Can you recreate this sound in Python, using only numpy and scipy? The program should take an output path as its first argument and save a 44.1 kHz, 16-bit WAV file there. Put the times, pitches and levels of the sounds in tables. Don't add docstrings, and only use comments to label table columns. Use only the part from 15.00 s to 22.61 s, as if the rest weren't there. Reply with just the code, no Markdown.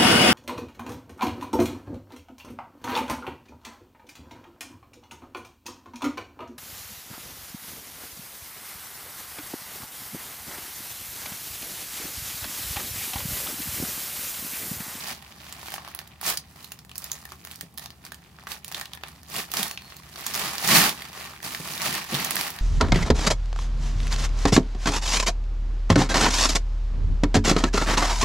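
import sys
import numpy as np
from scipy import signal
from scipy.fft import rfft, irfft, next_fast_len
from scipy.io import wavfile
from scipy.ndimage import uniform_filter1d, map_coordinates

SR = 44100
rng = np.random.default_rng(int(sys.argv[2]) if len(sys.argv) > 2 else 0)


def attenuation_scalar(level_db):
    decades = np.asarray(level_db, float) / 20
    return 10 ** decades


def unload_audio(sound):
    columns = np.transpose(np.atleast_2d(sound))
    steps = np.round(np.clip(columns, -1, 1) * 32767)
    wavfile.write(sys.argv[1], SR, steps.astype(np.int16))


N = 335601
TOP_HZ = 15850
CONTROL_STEP = 64

# f/Hz, density/dB
FILM = [(180, -12.5), (300, -13), (354, -4.0), (544, -14), (631, -2.0), (796, -3.0), (1140, -0.5),
        (1470, -3.0), (1850, -1.0), (2040, -3), (4510, -5.5), (8320, -12.5), (14100, -9.5),
        (15600, -18)][:-1]
# peak t/s, peak level/dB, rise/s per 20 dB, fall/s per 20 dB (signs ignored), sizzle/dB
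PRESSES = [(0.0, -38, -8, 0.06, -1), (0.089, -37.5, -0.4, 0.12, -3), (.52, -47.5, 0.7, -0.5, -7),
           (.68, -45, 0.12, 0.07, 1.5), (0.749, -41.5, 0.05, 0.05, -0.5), (.87, -48.5, -0.4, 0.3, -9.5),
           (.98, -57.5, -0.3, 1.2, -21), (1.277, -28, 0.058, 0.0855, 1), (1.65, -51.5, 0.32, 0.19, -2),
           (2.03, -46.5, 0.1, -0.23, -1.5), (2.127, -48.5, 0.04, -0.23, -2), (2.29, -51, 0, 0.15, -2),
           (2.53, -51, -0.2, 0.18, -0.5), (2.819, -45.5, 0.01, 0.08, -4), (3.06, -56, -0.06, 0.1, 3),
           (3.35, -56, 0.9, 0.7, -12), (3.51, -38.5, 0.0459, 0.09, -2), (3.66, -51.5, 0, 0.34, -4),
           (3.78, -40, 0.06, 0.09, -4.5), (3.95, -50, 0.1, 0.03, -12), (4.07, -51, -0.1, 0.3, -7.5)]
# peak t/s, peak level/dB, rise/s per 20 dB, fall/s per 20 dB (signs ignored), sizzle/dB
PULLS = [(4.38, -31.5, 0.092, 0.082, -1.5), (4.581, -30.5, 0.083, 0.17, -2.5),
         (4.85, -50.5, 0.16, 0.7, -5.5), (5.199, -42.5, 0.14, 0.19, -4.5), (5.289, -37, 0.043, 0.053, -1),
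         (5.45, -30.5, 0.25, 0.21, -4.5), (5.759, -16.5, 0.15, 0.16, -3), (5.86, -24, 0.11, 0.052, -6),
         (6.0, -40, 0.12, 0.18, -7), (6.22, -40.5, 0.19, 0.26, -6.5), (6.449, -35.5, 0.031, 0.32, -2),
         (6.72, -37, 0.21, 0.18, -1), (6.87, -27.5, 0.12, 0.089, -4), (6.959, -30.5, 0.12, 0.13, -7),
         (7.148, -30.5, .1, 0.38, -6), (7.4, -32, 0.2, 0.2, -4), (7.59, -47, .05, .1, -16)]


def unit(x):
    return x / np.sqrt(np.mean(x ** 2) + 1e-20)


def along(points, hz):
    f, v = np.transpose(points)
    return np.interp(np.log(hz + 1), np.log(f + 1), v)


def wobble(rate_hz):
    knots = rng.standard_normal(int(N * rate_hz / SR) + 4)
    return map_coordinates(knots, [np.arange(N) * rate_hz / SR])


def filtered(x, gain):
    m = next_fast_len(N + 8192)
    return irfft(rfft(x, m) * gain(np.fft.rfftfreq(m, 1 / SR)), m)[..., :N]


def resonance(hz, centre_hz, width_hz):
    damping = 1j * hz * width_hz
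    return damping / (centre_hz ** 2 - hz ** 2 + damping)


def ports(pair, hz):
    # f/Hz, correlation
    alike = [(60, 0.92), (130, 0.97), (290, 0.94), (640, 0.78), (1410, 0.47), (3100, 0.23), (6820, 0.71),
             (15000, 0.66)]
    turn = np.arccos(np.clip(along(alike, hz), 0, 1)) / 2
    mid, side = pair[0] * np.cos(turn), pair[1] * np.sin(turn)
    return np.array([mid + side, mid - side])


def noise(spectrum):
    m = next_fast_len(N + 8192)
    hz = np.fft.rfftfreq(m, 1 / SR)
    pair = ports(rfft(rng.standard_normal((2, m))), hz)
    return unit(irfft(pair * attenuation_scalar(along(spectrum, hz)), m)[:, :N])


def hum():
    # f/Hz, density/dB
    murmur = [(20, -40), (40, -23), (58, 4.5), (74, 1.5), (100, -0.5), (150, 3), (230, -5), (330, -25),
              (500, -25), (750, -10.5), (1500, -23.5), (4500, -27), (9000, -27.5), (15500, -23)]
    # f/Hz, level/dB
    motor = (74, -57.5)
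    hz, db = motor
    phase = 2 * np.pi * hz * np.arange(N) / SR + 1.75 * wobble(5.5)
    drone = attenuation_scalar(db + 1.5 * wobble(22)) * np.sin(phase)
    return drone + attenuation_scalar(-54 + 0.27 * wobble(2.5)) * noise(murmur)


def shop(x):
    # f/Hz, t60/s
    decay = [(200, 0.28), (1000, 0.19), (5000, 0.13), (14000, 0.083)]
    predelay = 450
    hz, t, z = signal.stft(rng.standard_normal((2, SR // 2)), SR, nperseg=256)
    fade = attenuation_scalar(-60 * t / along(decay, hz)[:, None])
    tail = signal.istft(ports(z, hz[:, None]) * fade, SR, nperseg=256)[1]
    late = np.pad(x, ((0, 0), (predelay, 0)))
    return signal.fftconvolve(late, tail / np.linalg.norm(tail[0]), axes=1)[:, :N]


def thumps():
    # t/s, peak level/dB, f/Hz
    blows = [(0.11, -37.5, 235), (1.292, -42, 170), (2.32, -50, 372), (2.631, -35.5, 175),
             (4.369, -33, 220), (4.592, -30, 213), (5.75, -30, 173), (6.601, -27.5, 164), (6.882, -28, 144),
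             (7.124, -22.5, 216), (7.141, -20.5, 149)]
    modes = [(1, 0, .09), (1.6, -4, .05), (2.3, -6, .04), (3, -8, .03)]
    out, t = np.zeros(N + SR), np.arange(SR // 4) / SR
    onset = 1 - np.exp(-t / .001)
    for s, db, hz in blows:
        ring = sum(attenuation_scalar(mode_db - 60 * t / t60) * np.sin(2 * np.pi * hz * ratio * t)
                   for ratio, mode_db, t60 in modes)
        out[round(s * SR):][:len(t)] += attenuation_scalar(db) * ring * onset
    return filtered(out[:N], lambda hz: 1 / (1 + (105 / (hz + 1)) ** 6))


def swells(moves, lag_s=0):
    s, db, rise_s, fall_s, _ = np.transpose(moves)[:, :, None]
    t = np.arange(0, N + CONTROL_STEP, CONTROL_STEP) / SR - lag_s - s
    distance = np.where(t < 0, -t / np.abs(rise_s), t / np.abs(fall_s))
    return attenuation_scalar(2 * (db - 20 * distance ** 1.5))


def per_sample(x):
    return np.interp(np.arange(N), np.arange(len(x)) * CONTROL_STEP, x)


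def flap():
    # f/Hz, density/dB
    air = [(70, -31), (115, -14), (150, 1), (180, -0.5), (230, -5.5), (300, -8.5), (450, -12.5),
           (700, -29.5)]
    press_db, pull_db, still_db, lag_s = -6.5, -3.5, -57.5, 0.0039
    growth = 1.176
    press = attenuation_scalar(2 * press_db) * swells(PRESSES, lag_s).sum(0) ** growth
    pull = attenuation_scalar(2 * pull_db) * swells(PULLS, lag_s).sum(0) ** growth
    push_db = per_sample(10 * np.log10(press + pull + attenuation_scalar(2 * still_db)))
    return attenuation_scalar(push_db - 2.0 + 1.54 * wobble(11)) * noise(air)


def blade():
    # t/s, f/Hz, level/dB
    ring = [
        (4.65, 4330, -53),
        (4.82, 4300, -58),
        (4.9, 4240, -62),
        (5.05, 4170, -68),
    ]
    t = np.arange(N) / SR
    s, ring_hz, ring_db = np.transpose(ring)
    hz, db = np.interp(t, s, ring_hz), np.interp(t, s, ring_db)
    held = np.clip((t - s[0]) / .04, 0, 1) * np.clip((s[-1] - t) / .05, 0, 1)
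    phase = 2 * np.pi * np.cumsum(hz) / SR
    level = attenuation_scalar(db + 5 + 2.5 * wobble(60))
    return held * level * np.sin(phase + .7 * wobble(90))


def handling():
    rest_db = -86
    moves = PRESSES + PULLS
    power = swells(moves)
    total = power.sum(0) + attenuation_scalar(2 * rest_db)
    level_db = 10 * np.log10(total)
    boom_db = -3 - 0.0433 * (level_db + 45)
    sizzle_db = np.transpose(moves)[4] @ power / total
    return per_sample(level_db), per_sample(boom_db), per_sample(sizzle_db)


def bursts(count, t60, stutter_db, after_db, size=1024):
    t = (np.arange(size) - 128) / SR
    spike = np.where(t < 0, attenuation_scalar(-18 + 6000 * t), attenuation_scalar(-60 * t / .004))
    after = (t > 0) * attenuation_scalar(after_db - 60 * t / t60)
    jag = attenuation_scalar(stutter_db * rng.standard_normal((count, size // 16))).repeat(16, 1)
    hz = np.fft.rfftfreq(size, 1 / SR)
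    grains = rng.standard_normal((2, count, size)) * (spike + after * jag)
    return ports(rfft(grains), hz), hz


def rustle():
    level_db, boom_db, sizzle_db = handling()
    kinds_n = 24
    rate_hz = np.clip(750 * attenuation_scalar(.7 * (level_db + 50)), 420, 8000)

    z, hz = bursts(count=kinds_n, t60=.016, stutter_db=4, after_db=-7)
    panel_hz = np.geomspace(500, 13000, kinds_n)[:, None]
    panel = 0.36 + np.exp(-(np.log((hz + 1) / panel_hz) / .5) ** 2)
    kinds = irfft(z * attenuation_scalar(along(FILM, hz)) * panel / (panel_hz / 3000) ** 0.31)

    clumps = attenuation_scalar(3 * wobble(70) + 1.5 * wobble(20))
    kind, at = np.nonzero(rng.random((kinds_n, N)) < rate_hz * clumps / SR / kinds_n)
    size_db = np.minimum(3.9 * rng.exponential(size=(kinds_n, N)), 11)[kind, at]
    lag = rng.integers(0, 7, (kinds_n, N))[kind, at]
    hits = np.zeros((2, kinds_n, N + 8))
    force = attenuation_scalar(size_db) / np.sqrt(rate_hz[at])
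    hits[0, kind, at + lag] = force
    hits[1, kind, at + 3] = force
    creases = unit(signal.oaconvolve(hits, kinds, axes=2).sum(1)[:, :N])

    hiss = attenuation_scalar(-4.5 + 1.2 * wobble(25)) * noise(FILM)
    sheet = creases + hiss
    low = filtered(sheet, lambda hz: 1 / (1 + (hz / 1500) ** 4))
    high = filtered(sheet, lambda hz: 1 / (1 + (6000 / (hz + 1)) ** 4))
    middle = sheet - low - high
    return attenuation_scalar(level_db + 1.0) * (middle + low * attenuation_scalar(boom_db) + high * attenuation_scalar(sizzle_db + 9.0))


def snaps():
    # t/s, peak level/dB, panel f/Hz, edge rel. level/dB, body rel. level/dB
    smoothing = [(0.073, -19.5, 1440, -21, -24), (0.322, -35.5, 3130, -27, -17),
                 (0.465, -33.5, 3500, -25, -7), (0.524, -22.5, 7850, -17, -11), (0.629, -28, 790, -17, -5),
                 (0.683, -26, 2120, -22, -7), (0.703, -26.5, 773, -9, -16), (0.739, -17.5, 820, -21.5, -18),
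                 (0.78, -30.5, 1090, -35, -7), (0.847, -30, 1160, -25, -9), (0.876, -29.5, 1150, -20, -7),
                 (0.948, -14.5, 1260, -6, -9.5), (0.989, -16, 1750, -14, -14), (1.074, -32, 1800, -16, -29),
                 (1.229, -21, 783, -7.5, -2), (1.338, -16, 715, -5.5, -8.5), (1.372, -13.5, 5300, -20, -27),
                 (1.643, -27, 4170, -14, -19.5), (1.718, -20.5, 2760, -11.5, -17),
                 (1.789, -35, 5290, -21, -14)]
    # t/s, peak level/dB, panel f/Hz, edge rel. level/dB, body rel. level/dB
    piercing = [(1.914, -31.5, 2950, -25, -14), (1.955, -24.5, 5240, -14, -9), (1.963, -28, 5500, -8, -27),
                (1.979, -14.5, 5450, -4.5, -28), (2.019, -28.5, 4460, -7, -17),
                (2.041, -15.5, 5050, -5.5, -17), (2.116, -12.5, 6300, -15.5, -29),
                (2.252, -27.5, 1790, -17, -13.5), (2.319, -26.5, 1270, -20.5, -10.5),
                (2.449, -24.5, 1560, -12.5, -14), (2.471, -29.5, 1560, -13, -8.5),
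                (2.512, -26, 3420, -13.5, -11), (2.557, -29, 4640, -11, -25),
                (2.609, -18, 2000, -14.5, -15.5), (2.775, -23, 1780, -15.5, -18),
                (2.794, -21.5, 800, -14.5, -15), (2.858, -23.5, 795, -25, -20.5),
                (3.05, -25, 6200, -19, -17), (3.039, -42, 832, -20, -3), (3.064, -29, 1600, -18, -17),
                (3.119, -25, 1640, -19.5, -16.5)]
    # t/s, peak level/dB, panel f/Hz, edge rel. level/dB, body rel. level/dB
    cutting = [(3.386, -36.5, 1540, -32, -6), (3.469, -27, 1760, -23, -6), (3.517, -20.5, 3650, -19.5, -16),
               (3.645, -17, 2540, -9.5, -21), (3.679, -23, 802, -13, -21.5), (3.715, -25, 711, -16, -14),
               (3.745, -19.5, 3800, -25, -17), (3.811, -19, 1750, -22, -14.5),
               (3.855, -24.5, 3130, -20, -16), (3.933, -23, 3630, -22.5, -15),
               (3.973, -34.5, 1770, -32, -7), (4.01, -41, 2930, -22, -5), (4.035, -24.5, 2390, -30, -9.5),
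               (4.082, -27.5, 1140, -15, -11), (4.231, -31, 1050, -16, -21)]
    # t/s, peak level/dB, panel f/Hz, edge rel. level/dB, body rel. level/dB
    tugging = [(4.3, -26.5, 1580, 2, -20), (4.341, -22, 891, -5, -16), (4.363, -14.5, 770, -21, -23),
               (4.516, -16, 2640, -13, -25), (4.537, -11.5, 1130, -16, -20), (4.569, -10.5, 5500, -19, -18),
               (4.629, -10, 3490, -13, -21), (4.711, -16.5, 2540, -14, -16),
               (4.774, -24.5, 2610, -36, -20.5), (4.921, -38, 1810, -48, -8), (4.966, -27.5, 781, -15, -23),
               (5.158, -28, 4500, -22.5, -13), (5.208, -25, 1840, -12, -15), (5.264, -10, 6650, -12, -15),
               (5.337, -12, 5200, -7, -21), (5.553, -20.5, 1310, -15, -12), (5.643, -23, 1040, -9, -6),
               (5.675, -5.5, 1150, -10, -25), (6.02, -25, 1900, -19, -16)]
    # t/s, peak level/dB, panel f/Hz, edge rel. level/dB, body rel. 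level/dB
    gripping = [(6.441, -25.5, 4460, -18, -11), (6.547, -20.5, 1840, -32, -24),
                (6.736, -17.5, 4500, -17.5, -32), (6.777, -23.5, 3650, -22, -18),
                (6.817, -17, 1090, -23, -20), (6.95, -14.5, 4570, -9, -22), (7.018, -24.5, 1840, -25, -8),
                (7.143, -17.5, 3630, -20, -21), (7.2, -13.5, 3860, -16, -26), (7.246, -8.5, 1150, -13, -30),
                (7.307, -10.5, 1620, -9, -14), (7.355, -9.5, 1640, -5, -21), (7.366, -14, 1820, -23, -16),
                (7.41, -14.5, 4340, -10, -9), (7.503, -13.5, 5350, -7, -14), (7.587, -25.5, 1900, -27, -13)]
    # t/s, peak level/dB, panel f/Hz, edge rel.
    # level/dB, body rel. level/dB
    further_creases = [(0.0368, -28, 4750, -20, -20), (0.5691, -40, 810, -18, -6), (0.825, -40, 678, -12, 0),
                       (0.885, -32, 2950, -16, -17), (1.212, -18.5, 1110, -12, -12.5), (1.263, -14, 6330, -10, -15),
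                       (1.268, -15.5, 7320, -7, -24), (1.2794, -21, 4810, -12, -15), (1.2884, -14, 1740, -7, -20),
                       (1.299, -12, 974, -8, -19), (1.511, -41, 1030, -13, -12), (1.5703, -50, 789, -18.5, -10),
                       (1.5938, -47, 942, -10, -10.5), (1.628, -29.5, 1140, -11, -23), (1.8477, -38, 786, -15, -13),
                       (1.893, -37, 2990, -18.5, -9), (2.1293, -23.5, 7110, -17, -26), (2.2233, -46, 1610, 0, 0),
                       (2.4174, -49, 799, 12, 1), (2.5176, -27.5, 1170, -10, -18), (2.7398, -37, 654, -1.5, -1),
                       (2.7812, -20.5, 810, -13, -21), (2.8388, -31, 799, -9, -27), (2.9032, -32, 4540, -21, -14),
                       (3.1433, -29, 2890, -16, -24.5), (3.3955, -39.5, 837, -24, -8), (3.4356, -39, 802, -5, 2),
                       (3.4744, -28, 720, -15.5, -1), (3.722, -22.5, 1780, -18, -22), (3.7968, -21, 1770, -13, -12),
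                       (3.9485, -29, 1810, -8, -11), (4.151, -44, 4170, -17, -20), (4.5934, -10, 802, -18, -20),
                       (4.6793, -21, 5800, -4, -18), (4.819, -32, 4330, -13, -4), (5.034, -41.5, 821, -6, -13),
                       (5.0898, -40, 2660, -14, -19),
                       (5.3422, -13.5, 5070, -17, -22), (5.3502, -12.5, 4470, -14, -16),
                (5.3594, -16, 681, -14, -7), (5.3754, -19, 2360, -19, -18), (5.3936, -16, 1170, -15, -22),
                (5.533, -25, 1320, -17, -13), (5.581, -18.5, 5330, -22, -12), (5.6258, -21, 665, -15, -12),
                (5.6876, -4.5, 1810, -11, -16), (5.7811, -4, 1150, -14, -13), (5.8144, -5, 1590, -18, -23),
                (5.8382, -8.5, 1800, -19, -16), (5.892, -14.5, 3540, -23, -21),
                (6.0516, -33, 2080, -18, -11), (6.0854, -29, 3060, -16, -13), (6.1295, -29, 692, -19, -17),
                (6.1494, -34, 1030, -23, -11), (6.1993, -27, 4910, -17, -19), (6.2512, -30, 1020, -15, -18),
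                (6.2968, -33, 1620, -14, -10), (6.3344, -34.5, 1140, -17, -3),
                (6.3617, -34.5, 2140, -29, -10), (6.402, -35, 2200, -29, -6),
                (6.4282, -24.5, 1810, -17, -11), (6.4618, -24, 4490, -17, -15),
                (6.4748, -21.5, 1020, -18, -16), (6.6742, -24, 960, -21, -21), (6.907, -19, 1790, -20, -23),
                (6.9255, -17, 1890, -17, -15), (6.9414, -19, 1160, -10, -17), (6.9777, -20, 1110, -14, -5),
                (7.041, -25, 1830, -16, -13), (7.1136, -24, 743, -11, -18), (7.1484, -17, 3640, -24, -17),
                (7.1529, -16.5, 1800, -22, -18), (7.47, -18, 1750, -15, -14), (7.4776, -20, 1760, -13, -15),
                (7.5623, -30, 1880, -12, -9)]
    # t/s, peak level/dB, panel f/Hz, edge rel. level/dB, body rel. level/dB
    opening = [
        (0.083, -25, 1020, -10, -11),
        (0.091, -25, 1980, -14, -7),
        (0.102, -28, 813, -16, -11),
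        (0.111, -28, 2930, -18, -11),
        (0.127, -27, 2910, -16, -17.5),
        (0.223, -33, 729, -19, -6.5),
    ]
    # t/s, peak level/dB, panel f/Hz, edge rel. level/dB, body rel. level/dB
    flattening = [
        (0.494, -29, 700, -6, -2),
        (0.544, -41, 654, -11, -8),
        (0.594, -38, 662, -12, -6),
        (0.658, -30, 810, -14, -8),
        (0.719, -22.5, 1770, -14, -16),
        (0.759, -25.5, 1120, -19, -11),
        (0.804, -43, 1050, -17, -10),
        (0.914, -38, 1090, 9, -1),
        (1.014, -36.5, 750, -19, -8),
        (1.039, -44, 1030, -7, -9),
    ]
    events = (smoothing + piercing + cutting + tugging + gripping
              + further_creases + opening + flattening)
    s, peak_db, panel_hz, edge_db, body_db = np.transpose(events)[:, :, None]
    late_s = .0012

    z, hz = bursts(count=len(s), t60=.04, stutter_db=4, after_db=-11)
    low = 1 / (1 + (hz / 2500) ** 4)
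    high = 1 / (1 + (7000 / (hz + 1)) ** 4)
    tone_db = along(FILM, hz) + low * (body_db + 10.0) + high * (edge_db + 23.0)
    panel = 1 + 1.64 * resonance(hz, panel_hz, .24 * panel_hz)
    rows = irfft(z * attenuation_scalar(tone_db) * panel)
    peak = np.abs(rows.mean(0)).max(1)[:, None]
    rows = rows / peak * attenuation_scalar(peak_db + 5)

    start = np.round((s + late_s) * SR).astype(int)
    at = (start + np.arange(rows.shape[2])).ravel()
    return np.array([np.bincount(at, r.ravel(), N + 2048)[128:N + 128] for r in rows])


def hollow(x):
    # f/Hz, width/Hz, gain
    pockets = [(790, 70, .5), (1140, 90, .25), (1790, 120, .25)]
    return filtered(x, lambda hz: 1 + sum(g * resonance(hz, c, w) for c, w, g in pockets))


def scene():
    cracks = hollow(snaps())
    near = hollow(rustle()) + thumps() + flap()
    steel = blade() * attenuation_scalar([[2], [-2]])
    walls = shop(attenuation_scalar(-10.5) * cracks + attenuation_scalar(-13.0) * near)
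    return cracks + near + steel + walls + hum()


def starve(x, margin_db, hole_db):
    hz, _, z = signal.stft(x, SR, nperseg=512)
    smooth = uniform_filter1d(np.abs(z) ** 2, size=5, axis=1)
    patch = np.abs(uniform_filter1d(smooth, size=3, axis=2))
    weak = (patch < patch[::-1] * attenuation_scalar(-2 * margin_db)) & (hz > 11500)[:, None]
    around = uniform_filter1d(uniform_filter1d(patch, size=60, axis=1), size=3, axis=2)
    weak |= (patch < around * attenuation_scalar(-2 * hole_db)) & ((hz > 7000) & (hz < 9500))[:, None]
    top = np.abs(z[:, hz > 12000]).mean(1, keepdims=True)
    steady = top < 2.9 * uniform_filter1d(top, size=13, axis=2)
    weak |= steady & (hz > TOP_HZ)[:, None]
    return signal.istft(z * np.where(weak, .01, 1), SR, nperseg=512)[1][:, :N]


def band_limit(x):
    return signal.sosfilt(signal.butter(12, 16970, fs=SR, output="sos"), x)


def record(dry):
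    # f/Hz, level/dB
    lean = [(60, 1), (700, .5), (4400, -1.5), (10000, -3), (12000, -7), (13200, -16), (16000, -19)]
    # f/Hz, width/Hz, level/dB
    cavities = [(13780, 260, 7), (14700, 300, 5), (4500, 200, 3)]
    ceiling = .87

    def response(hz):
        shade_db = along(lean, hz)
        cavity_db = sum(db / (1 + (2 * (hz - c) / w) ** 2) for c, w, db in cavities)
        roof_db = -5 / (1 + (13500 / (hz + 1)) ** 16) - 14 * (hz > TOP_HZ) - 90 * (hz > 16900)
        rumble_cut_db = -6 / (1 + (hz / 30) ** 6)
        return attenuation_scalar(np.array([.95 * shade_db, cavity_db - .05 * shade_db]) + roof_db + rumble_cut_db)

    x = filtered(dry, response)
    x[0] = np.roll(x[0], 1)
    x = x / (1 + np.abs(x / ceiling) ** 4) ** .25
    mix = starve(x, margin_db=32.0, hole_db=4)
    return band_limit(mix)


dry = scene()
out = record(dry)
unload_audio(out)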